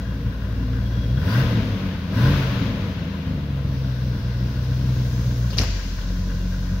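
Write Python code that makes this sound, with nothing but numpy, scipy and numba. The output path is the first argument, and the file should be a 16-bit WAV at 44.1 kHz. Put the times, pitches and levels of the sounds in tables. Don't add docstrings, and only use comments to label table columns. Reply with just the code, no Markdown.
import sys
import numpy as np
from scipy import signal
from scipy.fft import rfft, irfft
from scipy.io import wavfile
from scipy.ndimage import uniform_filter1d
from numba import njit

SR = 44100
rng = np.random.default_rng(int(sys.argv[2]) if len(sys.argv) > 2 else 0)


def unload_wav(signal):
    wavfile.write(
        sys.argv[1],
        SR,
        np.round(np.clip(np.atleast_2d(signal).T, -1, 1) * 32767).astype(np.int16),
    )


def amplitude_ratio(level_db):
    exponent = np.asarray(level_db, float) / 20
    return 10 ** exponent


N = 299880
TIME_S = np.arange(N) / SR
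BINS_HZ = np.arange(N // 2 + 1) * SR / N + 1
IDLE_HZ = 58


def unit(x):
    return x / np.sqrt(np.mean(x ** 2))


def steady(x):
    return x / np.sqrt(uniform_filter1d(x ** 2, size=SR // 2) + 1e-18)


def together(*dbs):
    return 10 * np.log10(sum(amplitude_ratio(db) ** 2 for db in dbs))


def speed_db(hz):
    return 20 * np.log10(hz / IDLE_HZ)


def columns(table):
    start_s, *rest = np.transpose(table)
    return [np.interp(TIME_S, start_s, column) for column in rest]


def over_hz(table):
    hz, value = np.transpose(table)
    return np.interp(np.log(BINS_HZ), np.log(hz), value)


@njit
def svf(x, hz, width):
    y, band, low = np.empty(len(x)), 0., 0.
    g, damping = np.tan(np.pi * hz / SR), width / hz
    for i in range(len(x)):
        v = (band + g * (x[i] - low)) / (1 + g * (g + damping))
        band, low = 2 * v - band, low + 2 * g * v
        y[i] = damping * v
    return y


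def ring(x, modes):
    out = 0
    for k, (hz, width_hz, level_db) in enumerate(modes):
        out = out + (-1) ** k * amplitude_ratio(level_db) * svf(x, 1. * hz, 1. * width_hz)
    return out


def tuning(hz, note_hz, width_hz):
    return 1 / (1 + (2 * (hz - note_hz) / width_hz) ** 2)


def walk(rate):
    hold = int(SR / rate)
    steps = np.repeat(rng.standard_normal(N // hold + 1), hold)
    return 1.3 * uniform_filter1d(uniform_filter1d(steps, hold), hold)[:N]


def air(colour_db=0):
    # frequency_hz, likeness_0_to_1
    likeness = [(60, 1.0), (130, 0.9), (290, 0.72), (640, 0.95), (1410, 0.11), (3100, 0.01), (6820, 0),
                (15000, -0.0)]
    like = np.clip(over_hz(likeness), 0, 1) ** .5
    mid, side = rfft(rng.standard_normal((2, N))) * amplitude_ratio(colour_db) * np.sqrt([1 + like, 1 - like])
    return unit(irfft(np.array([mid + side, mid - side]), N))


def engine():
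    # start_s, firing_rate_hz, exhaust_pressure_db, evenness_0_to_1
    run = [(0, 57.16, -1, 0.04), (1.1, 58.42, 2.5, 0.1), (1.19, 69.46, 2.5, 0.22), (1.4, 130.2, 2.5, 0),
           (1.53, 113.5, 3, 0.2), (2.05, 80.5, -3.5, .08), (2.14, 96.75, 2, 0.04), (2.31, 145.9, 4, 0),
           (2.52, 122.7, -2, 0.04), (2.76, 99.63, 1.5, 0.03), (2.99, 85.3, -2, 0.09),
           (3.5, 68.82, -0.5, 0.1), (4.2, 60.62, -1, 0.12), (4.9, 63.52, 1.5, 0.1),
           (5.49, 59.28, 1.5, 0.27), (5.68, 48, 2, 0.05), (5.97, 43.05, -4.5, .04),
           (6.1, 45.57, -0.5, 0.66)]
    # start_s, air_leak_db, edge_sharpness_db
    pedal = [
        (.4, -58.5, -13),
        (1, -52, -15),
        (2.8, -73, -25),
        (3.55, -67, -10),
        (3.7, -52.5, -18),
        (4.42, -50.5, -16.5),
        (5.2, -49, -7.5),
        (5.7, -49, -10),
        (6.8, -50.5, -9.5),
    ]
    # floor_db, level_at_idle_db, growth_db_per_db_of_speed, full_throttle_db
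    ring_law = (-57, -39.5, 1.08, -49)
    rasp_law = (-48, -48.5, 1.68, -44)
    burble_law = (-32, -46, 2.5, -43)
    intake_law = (-49.5, -66, 3, -34.5)
    fan_law = (-56, -55.5, 2.5, -49)
    servo_law = (-109, -73, 3, -44.5)
    edge_law = (-97, -78.5, 2.5, -64)
    fine_law = (-70, -77, 3, -52)
    hz, pressure_db, even = columns(run)
    leak_db, sharp_db = columns(pedal)
    even = np.clip(even, .03, 1)
    suction_db = np.maximum(throttle(), -60)
    coast = np.clip((hz - 59.2) / 8.2, 0, 1) * np.clip(1 - amplitude_ratio(suction_db), 0, 1)
    popping = coast * np.clip((hz - 86) / 15, 0, 1)

    first_db, second_db = orders(hz, pressure_db, suction_db, even, coast)
    ring_db = layer(ring_law, hz, suction_db) + 0.48 * pressure_db
    rasp_db = layer(rasp_law, hz, suction_db) + 0.56 * pressure_db
    burble_db = layer(burble_law, hz, suction_db) + pressure_db + 0.5 * coast
    pipes, rasp, gate = exhaust(hz, first_db, second_db, ring_db, rasp_db, even, burble_db, popping)

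    intake_db = layer(intake_law, hz, suction_db) - 4.5 * coast
    fan_db = layer(fan_law, hz, suction_db)
    servo_db = together(layer(servo_law, hz, suction_db), leak_db)
    edge_db = together(layer(edge_law, hz, suction_db), leak_db + sharp_db)
    fine_leak_db = -29 + .52 * (leak_db + sharp_db) + 0.64 * speed_db(hz)
    fine_db = together(layer(fine_law, hz, suction_db), fine_leak_db)
    rush = bay(gate, intake_db, fan_db, servo_db, edge_db, fine_db)
    return pipes, rasp, rush, gate


def throttle():
    # opening_s, open_s, shutting_s, suction_db
    blips = [
        (1.15, 1.3, 1.409, -0.5),
        (2.1, 2.176, 2.28, -1),
    ]
    shut_db, shut_s = -14.5, .04
    levels = []
    for opens, wide, shuts, level_db in blips:
        closed = np.maximum((wide - TIME_S) / (wide - opens), (TIME_S - shuts) / shut_s)
        levels.append(level_db + shut_db * np.maximum(closed, 0))
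    return together(*levels)


def layer(law, hz, suction_db):
    floor_db, idle_db, growth, open_db = law
    return together(floor_db, idle_db + growth * speed_db(hz), open_db + suction_db)


def orders(hz, pressure_db, suction_db, even, coast):
    # frequency_hz, level_db
    pipe_pass = [(44, -23.5), (58, -27.5), (82, -31), (100, -30.5), (128, -23.5), (165, -35), (205, -29),
                 (260, -45)]
    # centre_s, first_order_change_db, second_order_change_db
    stumbles = [(0, 5.5, -25.5), (.23, -8, -10), (0.263, 4.5, 9), (.32, -19, -13), (.36, 0, -13),
                (.45, 1, -19), (.58, 2, -12), (1.44, -16, 0), (1.27, 8.5, 0), (1.651, -21, -4), (2, 7, -2),
                (3.2, -2, 11), (3.24, -15, -10), (4.2, -11, -11), (5.22, -3, -7), (5.81, -7, -22)]
    stumble_s = 0.024
    at_hz, pass_db = np.transpose(pipe_pass)
    passed_db = np.array([np.interp(np.log(k * hz), np.log(at_hz), pass_db) for k in (1, 2)])
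    first_db = 5.5 * amplitude_ratio(suction_db)
    second_db = -0.44 + amplitude_ratio(suction_db) - 1.5 * coast
    second_db = second_db + 0.45 * 20 * np.log10(np.minimum(even / 0.1, 1))
    levels_db = passed_db + pressure_db + np.array([first_db, second_db])
    for centre_s, *change_db in stumbles:
        dip = np.clip(1 - np.abs(TIME_S - centre_s) / stumble_s, 0, 1)
        levels_db = levels_db + np.outer(change_db, dip)
    return levels_db


def exhaust(hz, first_db, second_db, ring_db, rasp_db, even, burble_db, coast):
    # frequency_hz, width_hz, level_db
    pipe_modes = [(119, 29, -2.5), (187.4, 28.3, -3.5), (214.5, 21, -5), (259.5, 26, -8), (271.5, 18.4, -3)]
    # frequency_hz, width_hz, level_db
    burble_modes = [(50.8, 22, -1), (77.2, 18.4, -2), (103.8, 28, -0.5)]
    # frequency_hz, width_hz, level_db
    shell_modes = [(349, 23.6, -3.5), (472.8, 46.4, -0.5), (568, 62, -4.5), (659.6, 47.5, -6)]
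    cylinders = [0.24, -0.45, 0.29, -0.58, 0.38, 0.17, -0.41, 0.52]
    lead = {2: -1.8, 3: 2.0, 4: .8}
    firings = np.cumsum(hz * (1 + .008 * walk(25))) / SR
    count = firings.astype(int)
    since = firings - count

    throb = amplitude_ratio(first_db + 0.29 * walk(20)) * np.cos(2 * np.pi * firings)
    throb = throb + amplitude_ratio(second_db + 1.94 * walk(23.24)) * np.cos(4 * np.pi * firings + lead[2])
    for order, order_db, width_hz in ((3, -32, 150), (4, -24.5, 33.5)):
        tuned = np.sqrt(tuning(order * hz, 196, width_hz))
        tone = np.cos(2 * np.pi * order * firings + lead[order])
        throb = throb + amplitude_ratio(order_db + 2.85 * walk(9)) * even * tuned * tone
    throb = throb + banks(hz, firings, 1.3 * even, coast)

    luck = 0.2 * rng.standard_normal(N // 100)
    uneven = (0.42 * np.resize(cylinders, N // 100) + luck)[count]
    puff = (0.13 + uneven + 1.53 * rng.standard_normal(N)) * np.exp(-since / 0.059)
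    lope = steady(svf(ring(puff, pipe_modes), 226.0, 214.0))
    burble = steady(svf(ring(uneven * np.exp(-since / 0.063), burble_modes), 92.0, 81.0))
    gate = 1.6 + np.abs(0.2 + uneven) * np.exp(-since / 0.43)
    rasp = unit(np.array([ring(side * gate, shell_modes) for side in air()]))
    pipes = np.sqrt(2) * throb + amplitude_ratio(ring_db + 6.0) * lope + amplitude_ratio(burble_db) * burble
    return pipes, amplitude_ratio(rasp_db + 0.58) * rasp, gate


def banks(hz, firings, calm, coast):
    # order, level_on_a_note_db
    bank_orders = [(3 / 8, -51), (4 / 8, -31.5), (11 / 8, -35), (13 / 8, -33), (19 / 8, -29.5),
                   (27 / 8, -33.5), (35 / 8, -43)]
    # frequency_hz, width_hz
    bank_notes = [(55, 9.1), (88, 24), (193, 21), (256, 25)]
    out = 0
    for order, level_db in bank_orders:
        tuned = np.sqrt(sum(tuning(order * hz, note_hz, width_hz) ** 2 for note_hz, width_hz in bank_notes))
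        popping = coast if order < 1 else 1
        tone = np.cos(2 * np.pi * (order * firings + rng.random()))
        out = out + amplitude_ratio(level_db + 3.4 * walk(8)) * tuned * popping * tone
    return out * np.clip(1 - calm, 0, 1)


def bay(gate, intake_db, fan_db, servo_db, edge_db, fine_db):
    # frequency_hz, width_hz, level_db
    intake_modes = [(1010, 89, -0.5), (1440, 84, 1), (1597, 116, 1), (1957, 103, -8.5), (2785, 24, -5),
                    (3410, 84, -12), (3880, 85, -13)]
    # frequency_hz, level_db
    fan_colour = [(700, -5), (1000, 2.5), (2000, -2.5), (3500, -3.5), (5000, -10), (6500, -18), (8000, -40)]
    servo_colour = [(2800, -8.5), (3900, 0), (4400, -1), (5200, 1), (5900, -3), (6500, -28), (7200, -27)]
    edge_colour = [(5400, -13), (6200, 2), (7000, -7), (7500, -11), (8300, -27), (9500, -40)]
    fine_colour = [(6500, -37), (8200, -11.5), (10000, -7), (12500, -1), (13800, -6), (15300, 1.5),
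                   (17000, 1.5)]
    breath = amplitude_ratio(3 * walk(40)) * gate ** 3.5
    intake = np.array([ring(side * breath, intake_modes) for side in air()])
    intake = intake / np.sqrt(uniform_filter1d(np.mean(intake ** 2, axis=0), size=SR // 4))
    fan = air(over_hz(fan_colour)) * amplitude_ratio(fan_db + 4.0 + .5 * walk(18))
    flow = amplitude_ratio(0.3 * walk(22))
    servo = air(over_hz(servo_colour)) * amplitude_ratio(servo_db + 1.0)
    edge = air(over_hz(edge_colour)) * amplitude_ratio(edge_db + 5.5)
    fine = air(over_hz(fine_colour)) * amplitude_ratio(fine_db + 9.0 + .5 * walk(44))
    return intake * amplitude_ratio(intake_db + 2.0) + fan + (servo + edge + fine) * flow


def whistles(gate):
    # start_s, end_s, pitch_hz, level_db
    leaks = [
        (0, .14, 3290, -57.5),
        (.85, 1.24, 3317, -57.5),
        (1.315, 1.375, 4680, -47),
    ]
    out = 0
    for start_s, end_s, pitch_hz, level_db in leaks:
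        swell = np.clip(np.minimum(TIME_S - start_s + 0.036, end_s - TIME_S) / 0.037, 0, 1)
        tone = np.sin(2 * np.pi * np.cumsum(pitch_hz * (1 + .01 * walk(300))) / SR)
        out = out + amplitude_ratio(level_db + 4 + 3.5 * walk(70)) * swell * tone * unit(gate ** 3)
    return out * np.array([[1.2], [.6]])


def gear():
    # start_s, peak_db, ring_hz, fade_ms, thud_share_db
    knocks = [(5.504, -28.5, 4614, 24.6, -4), (5.53, -31, 3000, 22, 2), (5.57, -27, 6000, 12, 0),
              (5.5796, -15, 5070, 3.2, -12), (5.583, -10, 4970, 2.32, -24), (5.584, -7, 4350, 2.08, -34),
              (5.5895, -14.5, 2230, 1.2, -18), (5.59, -12, 5440, 1.61, -17), (5.5854, -19, 2940, 1.8, -18),
              (5.597, -20, 5100, 5.8, 0), (5.612, -21.5, 5500, 3.9, -1.5), (5.619, -20, 5506, 2.9, -8.5),
              (5.635, -32, 2900, 7.7, 11), (6.012, -37, 3500, 5.9, 2), (6.086, -34, 3960, 9, -17)]
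    # frequency_hz,
    # level_db
    shade = [(500, 0), (6000, 0), (7200, -5), (8200, -10.5), (11000, 2.5), (16000, 4)]
    size = 3000
    out, t = np.zeros((2, N)), np.arange(size) / SR
    for start_s, peak_db, ring_hz, fade_ms, thud_db in knocks:
        chance = rng.standard_normal((3, size))
        burst = np.exp(-1000 * t / fade_ms) * np.minimum(t / 0.00071, 1)
        clack = np.array([svf(svf(side * burst, 1. * ring_hz, .18 * ring_hz), 1. * ring_hz, .8 * ring_hz)
                          for side in chance[:2]])
        thud = svf(chance[2] * np.exp(-t / 0.0089), 380.0, 590.0)
        knock = clack / np.abs(clack).max() + amplitude_ratio(thud_db) * thud / np.abs(thud).max()
        i = int(start_s * SR)
        out[:, i:i + size] += amplitude_ratio(peak_db) * knock
    return irfft(rfft(out) * amplitude_ratio(over_hz(shade)), N)


def clang():
    # frequency_hz, level_db
    clang_colour = [(200, -30), (500, -15), (1200, -2), (2500, 1.5), (4300, 0.5), (5600, 3.5), (7000, -2),
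                    (8200, -19), (16000, -26)]
    gear_in_s = 5.584
    return irfft(amplitude_ratio(over_hz(clang_colour)) * np.exp(-2j * np.pi * BINS_HZ * gear_in_s), N)


def hall(x):
    t60_s, top_t60_s, edge_hz = 1.53, 0.35, 9200
    body, top = rng.standard_normal((2, 2, N)) * np.minimum(TIME_S / 0.0046, 1)
    body = rfft(body * amplitude_ratio(-60 * TIME_S / t60_s)) / (1 + (BINS_HZ / edge_hz) ** 4)
    top = rfft(top * amplitude_ratio(-60 * TIME_S / top_t60_s))
    return irfft(rfft(x) * (body + top), N)


def scene():
    pipes, rasp, rush, gate = engine()
    clack = gear()
    to_walls = amplitude_ratio(-28) * clang() + amplitude_ratio(-47.5) * clack + amplitude_ratio(-59.0) * pipes + amplitude_ratio(-42.5) * rush
    return pipes + rasp + rush + whistles(gate) + clack + hall(to_walls)


def roll_off(x):
    return signal.sosfilt(signal.butter(12, 16900, fs=SR, output="sos"), x)


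def record(dry):
    # frequency_hz, level_db
    lean_table = [(60, 1.0), (110, 1), (200, 2), (380, 2), (700, 3), (1290, 3.5), (2380, 9), (4400, 4.5),
                  (8120, -3), (15000, 0.5)]
    lean = amplitude_ratio(over_hz(lean_table) / 2)
    ports = irfft(rfft(dry) * np.array([lean, 1 / lean]) * (BINS_HZ < 15780), N)
    ports = signal.sosfilt(signal.butter(6, 35, "high", fs=SR, output="sos"), ports)
    return roll_off(ports)


dry = scene()
out = record(dry)
unload_wav(out)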